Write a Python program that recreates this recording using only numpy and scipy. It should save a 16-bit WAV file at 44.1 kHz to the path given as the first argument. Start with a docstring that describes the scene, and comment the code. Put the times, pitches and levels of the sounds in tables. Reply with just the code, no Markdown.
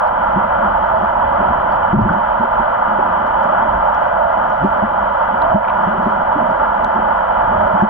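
"""Under water in a lake, close beside a diver handling fish and gear; two microphones in a camera housing.
From the start, water hisses through the housing's resonances over a low rumble and the rub of gear.
At 2 s gear bumps the housing in a flurry of dull knocks; gain control ducks the hiss; a sharp tick sounds.
From 4 s come hollow swells, more knocks and, near 5.7 s, a few squelches; a last bump lands at 7.8 s."""
import sys
import numpy as np
from scipy import signal
from scipy.fft import rfft, irfft
from scipy.io import wavfile
from scipy.ndimage import uniform_filter1d

SR = 44100
rng = np.random.default_rng(int(sys.argv[2]) if len(sys.argv) > 2 else 0)


def dump(signal):
    """Clip the signal to [-1, 1] and save it as 16-bit WAV at the path in sys.argv[1]."""
    limited = np.clip(np.atleast_2d(signal).T, -1, 1)
    pcm = np.round(limited * 32767).astype(np.int16)
    wavfile.write(sys.argv[1], SR, pcm)


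N = 348037
TIME, FREQ = np.arange(N) / SR, np.fft.rfftfreq(N, 1 / SR)

# housing resonances in the hiss: (frequency [Hz], half width [Hz], left level [dB], right level [dB])
HOUSING_RESONANCES = [(524, 69, -29.6, -29.7), (563, 50, -29.6, -27.6), (615, 70, -29.6, -23.5),
                      (696, 98, -23.7, -23.7), (874, 107, -20.8, -17.2), (967, 100, -41.4, -19.8),
                      (1050, 126, -27.8, -40.9), (1207, 180, -23.9, -27.7), (1362, 112, -28.7, -27.3),
                      (1450, 80, -30.3, -35.1), (1535, 157, -28.3, -61.7), (1705, 193, -36.7, -41.6),
                      (1967, 319, -41.9, -41.9), (2237, 196, -47.6, -55.8), (2404, 640, -49.9, -44.2),
                      (3011, 210, -48.9, -48.7), (3241, 270, -56.4, -51.8)]
# the housing shakes the microphones out of step: (frequency [Hz], phase lead of the left [rad])
MIC_PHASE_LEAD = [(430, -2.5), (570, -2), (660, -1.63), (930, -1.68), (1070, 1.3), (1130, -0.16),
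                  (1300, -1.25), (1530, 1.7), (1610, -0.3), (1900, -1.65), (2200, 4), (2750, 4), (2900, 6),
                  (3350, 5)]
# course of the hiss: (time [s], relative level [dB])
HISS_LEVELS = [(0, -1), (0.5, 0), (1.85, 0.3), (2.3, -1), (3.3, 0.4), (4.4, -.5), (6.3, 0), (6.65, -0.5),
               (7.5, 0.6), (7.89, .5)]
# moving water swells one resonance: (middle [s], length [s], relative level [dB])
WATER_SURGES = [(.97, .14, -25.5), (3.45, 0.11, -26.5), (4.0, 0.1, -24.5), (4.24, 0.12, -18.5),
                (5.53, 0.11, -17), (6.47, 0.15, -22), (7.68, 0.15, -23)]
# gear bumps the housing: (time [s], relative level [dB], main pitch [Hz], hardness [dB/octave])
GEAR_KNOCKS = [(0.36, -13.5, 200, -2.5), (1.022, -21, 210, -11), (1.405, -27, 224, 1),
               (1.498, -15, 214, -14), (1.931, -2, 204, -6.5), (1.959, -6.5, 144, -5),
               (1.983, -4.5, 221, -11), (2.014, -8, 112, -3), (2.05, -8, 200, -6), (2.097, -12, 195, -5),
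               (2.147, -19.5, 198, 2.5), (2.396, -16, 243, -12), (2.435, -26.5, 229, 11),
               (2.592, -23.5, 220, 2), (2.985, -25, 236, 14), (4.612, -19, 150, -2), (4.637, -9, 211, 0),
               (4.824, -12.5, 208, -12), (5.544, -10, 200, -6.5), (5.864, -17.5, 204, -4),
               (5.984, -21, 213, -9), (6.059, -12.5, 225, -2), (6.355, -21, 269, -12),
               (6.411, -20, 257, -12), (6.979, -21.5, 220, 3), (7.736, -16, 200, -14), (7.822, -7, 212, -4)]
# low modes of the housing on its mount:
# (frequency [Hz], half width [Hz], relative level [dB], phase lead of the left [rad])
MOUNT_MODES = [(139, 170, -19.5, -0.92), (206.4, 48.7, -1.5, -0.48), (282, 90, -11, 0.012),
               (367, 100, -8, -0.91)]
# gear slides along the housing: (middle [s], length [s], relative level [dB])
GEAR_RUBS = [(.7, 0.57, -33), (1.44, 0.28, -29.5), (2.04, 0.18, -27.5), (3.05, 0.32, -30), (3.6, 0.35, -31),
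             (4.4, 0.17, -35), (4.85, .3, -34), (5.42, 0.16, -32), (5.98, 0.28, -27), (6.55, 0.41, -31.5),
             (7.02, .2, -32), (7.62, .3, -29.5)]
# the diver pushes water past the housing: (middle [s], length [s], level [dB])
WATER_SWIRLS = [(.6, .6, -33), (1.5, 0.79, -31.5), (2.02, .12, -22.5), (2.6, 0.096, -32.5),
                (3.75, .08, -29.5), (4.66, 0.11, -32), (5.48, 0.11, -29.5), (7.56, 0.2, -28.5)]
# rumble of stirred water: (frequency [Hz], relative level [dB])
RUMBLE_SPECTRUM = [(12, -15), (25, -7), (32, -5), (41, -1), (52, 0), (65, -2.5), (80, -4.5), (100, -7),
                   (150, -10), (300, -16), (420, -20), (700, -45), (3000, -90)]
# short sharp ticks and squelches, some coinciding with the loud knocks: # (time [s], relative level [dB],
# frequency [Hz], half width [Hz])
TICKS = [(0.0745, -49, 4260, 1800), (1.72, -53, 4400, 600), (1.755, -61, 4570, 500),
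         (2.015, -44, 4520, 3000), (2.09, -14.5, 1360, 302), (3.269, -50, 4520, 3000),
         (3.4346, -47, 4500, 5000), (3.946, -48, 5040, 2200), (4.5002, -56, 5800, 1000),
         (4.642, -51, 4500, 4000), (5.419, -38, 3500, 1400), (5.646, -38, 2280, 400),
         (5.682, -35, 2570, 700), (5.698, -28, 2180, 850), (5.701, -19, 1150, 300),
         (6.5066, -52, 4500, 2500), (6.8455, -29.5, 2500, 4550), (7.1645, -49.5, 4460, 4000),
         (7.8171, -48, 4030, 6000)]
# tones of the camera's electronics: (frequency [Hz], relative level [dB])
WHINE_TONES = [(2001, -64), (4900, -88.5), (5950, -100.5), (7350, -90), (9800, -96.5), (11850, -94),
               (11900, -85)]
# faint treble noise: (frequency [Hz], relative level [dB])
FLOOR_SPECTRUM = [(2000, -31), (3300, -15), (3800, 3.5), (4500, -12), (6000, -13.5), (9000, -16.5),
                  (13000, -17.5), (16000, -29)]


def water_hiss(waver_db, wavers_per_s):
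    """Steady water noise, wavering slightly, reaches the microphones where the housing resonates."""
    hiss = housing_noise(HOUSING_RESONANCES, apart_db=-11.0)
    level_db = np.interp(TIME, *np.transpose(HISS_LEVELS))
    return hiss * from_db(level_db + waver_db * drift(wavers_per_s))


def housing_noise(resonances, apart_db):
    """One noise drives all resonances; each microphone adds a small share of its own."""
    power = sum(from_db([[left], [right]]) ** 2 / width / (1 + ((FREQ - hz) / width) ** 2) ** 4
                for hz, width, left, right in resonances)
    shared = white_spectrum() * mic_pair(np.interp(FREQ, *np.transpose(MIC_PHASE_LEAD)))
    own = from_db(apart_db) * np.array([white_spectrum(), white_spectrum()])
    return irfft(np.sqrt(power) * (shared + own), N)


def water_surges(hz, width_hz, left_db, right_db):
    """Moving water drives one housing resonance harder: hollow swells in the hiss."""
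    return housing_noise([(hz, width_hz, left_db, right_db)], apart_db=-15.5) * swells(WATER_SURGES)


def gear_knocks(gain_db, swell_s, sag, release_s, scatter_db):
    """Soft blows swell and die within a few cycles; the pitch starts low and rises as contact lets go."""
    out, t = np.zeros((2, N)), TIME[:SR // 5]
    glide = t - sag * release_s * (1 - np.exp(-t / release_s))
    main_hz, main_width = MOUNT_MODES[1][:2]
    for onset_s, knock_db, pitch_hz, hardness in GEAR_KNOCKS:
        start, start_cycle = round(onset_s * SR), rng.random()
        for hz, width, mode_db, phase in MOUNT_MODES:
            ratio = hz / main_hz    # the load of the touching gear shifts all modes together
            age = t / swell_s * np.sqrt(width / main_width)    # broad modes die sooner
            envelope = age * np.exp(1 - age)
            level_db = knock_db + gain_db + mode_db + hardness * np.log2(ratio)
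            level_db += scatter_db * rng.standard_normal()
            cycles = pitch_hz * ratio * glide * (1 + 0.043 * rng.standard_normal())
            ring = np.exp(2j * np.pi * (cycles + start_cycle)) * mic_pair(phase)
            out[:, start:start + len(t)] += (from_db(level_db) * envelope * ring.real)[:, :N - start]
    return out


def gear_rubbing(resting_db, catch_db, catches_per_s):
    """Friction grips and lets go, keeping the low modes murmuring, more so while gear slides."""
    spectrum = sum(white_spectrum() * resonance(FREQ, hz, width) / np.sqrt(width)
                   * from_db(db) * mic_pair(phase) for hz, width, db, phase in MOUNT_MODES)
    friction = np.hypot(from_db(resting_db), swells(GEAR_RUBS))
    grip = from_db(catch_db * drift(catches_per_s))
    return irfft(spectrum, N) * friction * grip


def stirred_water(calm_db):
    """Water pushed past the housing rumbles, louder with each swirl."""
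    flow = np.hypot(from_db(calm_db), swells(WATER_SWIRLS))
    return flow * coloured_noise(RUMBLE_SPECTRUM, side_db=-27.5)


def ticks(gain_db):
    """Short sharp ticks and squelches: dying bursts of noise, each in one broad resonance."""
    out, t = np.zeros(N), TIME[:SR // 10]
    freq = np.fft.rfftfreq(len(t), 1 / SR)
    for onset_s, db, hz, width_hz in TICKS:
        t60_s = 19 / width_hz    # narrow resonances ring longer
        burst = rng.standard_normal(len(t)) * np.exp(-np.log(1000) * t / t60_s)
        colour = resonance(freq, hz, width_hz)
        tick = irfft(rfft(burst) * colour, len(t)) / np.sqrt(np.mean(np.abs(colour) ** 2))
        start = round(onset_s * SR)
        out[start:start + len(t)] += from_db(db + gain_db) * tick[:N - start]
    return out


def crackle(per_s, bunch_db, bunches_per_s, gain_db, spread_db, band_hz):
    """Faint clicks of many sizes come in random bunches."""
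    rate = per_s * from_db(bunch_db * drift(bunches_per_s))
    onsets = rng.random(N) < rate / SR
    sizes = from_db(gain_db + spread_db * np.minimum(rng.exponential(1, N), 2))
    band = signal.butter(2, band_hz, "band", fs=SR, output="sos")
    return signal.sosfilt(band, onsets * sizes + 1e-18)


def camera_whine(gain_db):
    """The electronics beside the microphones give thin, steady tones."""
    return sum(np.sqrt(2) * from_db(db + gain_db) * np.sin(2 * np.pi * (hz * TIME + rng.random()))
               for hz, db in WHINE_TONES)


def treble_floor(level_db):
    """A faint, even treble noise lies behind everything."""
    return from_db(level_db) * coloured_noise(FLOOR_SPECTRUM, side_db=-5.5)


def from_db(db):
    return 10 ** (np.asarray(db) / 20)


def unit_rms(x):
    return x / np.sqrt(np.mean(x ** 2) + 1e-20)


def white_spectrum():
    """Spectrum of white noise with unit power per Hz."""
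    return (rng.standard_normal(len(FREQ)) + 1j * rng.standard_normal(len(FREQ))) * np.sqrt(N * SR) / 2


def resonance(freq, hz, width_hz):
    """Steep-sided response of four like poles."""
    pole = 1 / (1 + 1j * (freq - hz) / width_hz)
    return pole ** 4


def mic_pair(phase):
    """The left and right microphones feel one vibration out of step."""
    return np.exp(.5j * phase * np.array([[1], [-1]]))


def coloured_noise(spectrum, side_db):
    """Stereo noise of a given spectrum, mostly alike at both microphones; rms 1."""
    hz, db = np.transpose(spectrum)
    shape = from_db(np.interp(np.log(FREQ + 1), np.log(hz), db))
    mid = white_spectrum()
    side = from_db(side_db) * white_spectrum() * [[1], [-1]]
    return unit_rms(irfft(shape * (mid + side), N))


def swells(rows):
    """Gain of bell-shaped swells, their lengths taken at half power; the powers add."""
    return np.sqrt(sum(from_db(db) ** 2 * .5 ** np.minimum((2 * (TIME - middle_s) / length_s) ** 2, 20)
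                       for middle_s, length_s, db in rows))


def drift(per_s):
    """Slow random wander; rms 1."""
    return unit_rms(irfft(white_spectrum() / (1 + (FREQ / per_s) ** 2), N))


def gain_control(x, threshold_db, window_s, release_db_per_s, attack_s):
    """Short-term loudness over the threshold pulls the gain down; it then climbs back."""
    power = uniform_filter1d(np.mean(x ** 2, axis=0), int(window_s * SR))
    over_db = np.maximum(10 * np.log10(np.abs(power) + 1e-12) - threshold_db, 0)
    recovery_db = release_db_per_s * TIME
    duck_db = np.maximum.accumulate(over_db + recovery_db) - recovery_db
    pole = np.exp(-1 / (attack_s * SR))
    return x * from_db(-signal.lfilter([1 - pole], [1, -pole], duck_db))


def scene():
    """At the microphones: water all around, gear right on the housing, fine treble detail."""
    water = water_hiss(waver_db=0.57, wavers_per_s=8.6)
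    water += water_surges(hz=636, width_hz=84, left_db=0.5, right_db=6)
    water += stirred_water(calm_db=-36)
    handling = gear_rubbing(resting_db=-39, catch_db=2, catches_per_s=14)
    handling += gear_knocks(gain_db=2.54, swell_s=0.0095, sag=0.49, release_s=0.0036, scatter_db=1.4)
    handling *= from_db([[.6], [-.6]])    # a little to the left
    detail = crackle(per_s=32, bunch_db=5, bunches_per_s=6, gain_db=-42, spread_db=5.5,
                     band_hz=(2500, 6000))
    detail += ticks(gain_db=4.0) + camera_whine(gain_db=-1.5)
    return water + handling + detail + treble_floor(level_db=-66.5)


def record(dry):
    """The camera ducks the hiss under loud knocks, limits lone peaks and cuts the top of the treble."""
    ducked = gain_control(dry, threshold_db=-10.0, window_s=0.01, release_db_per_s=33, attack_s=0.0025)
    limited = gain_control(ducked, threshold_db=-5.5, window_s=.0004, release_db_per_s=300, attack_s=.0002)
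    top_cut = signal.cheby2(12, 50, 17000, fs=SR, output="sos")    # 50 dB down from 17 kHz
    return signal.sosfilt(top_cut, limited)


dry = scene()
out = record(dry)
dump(out)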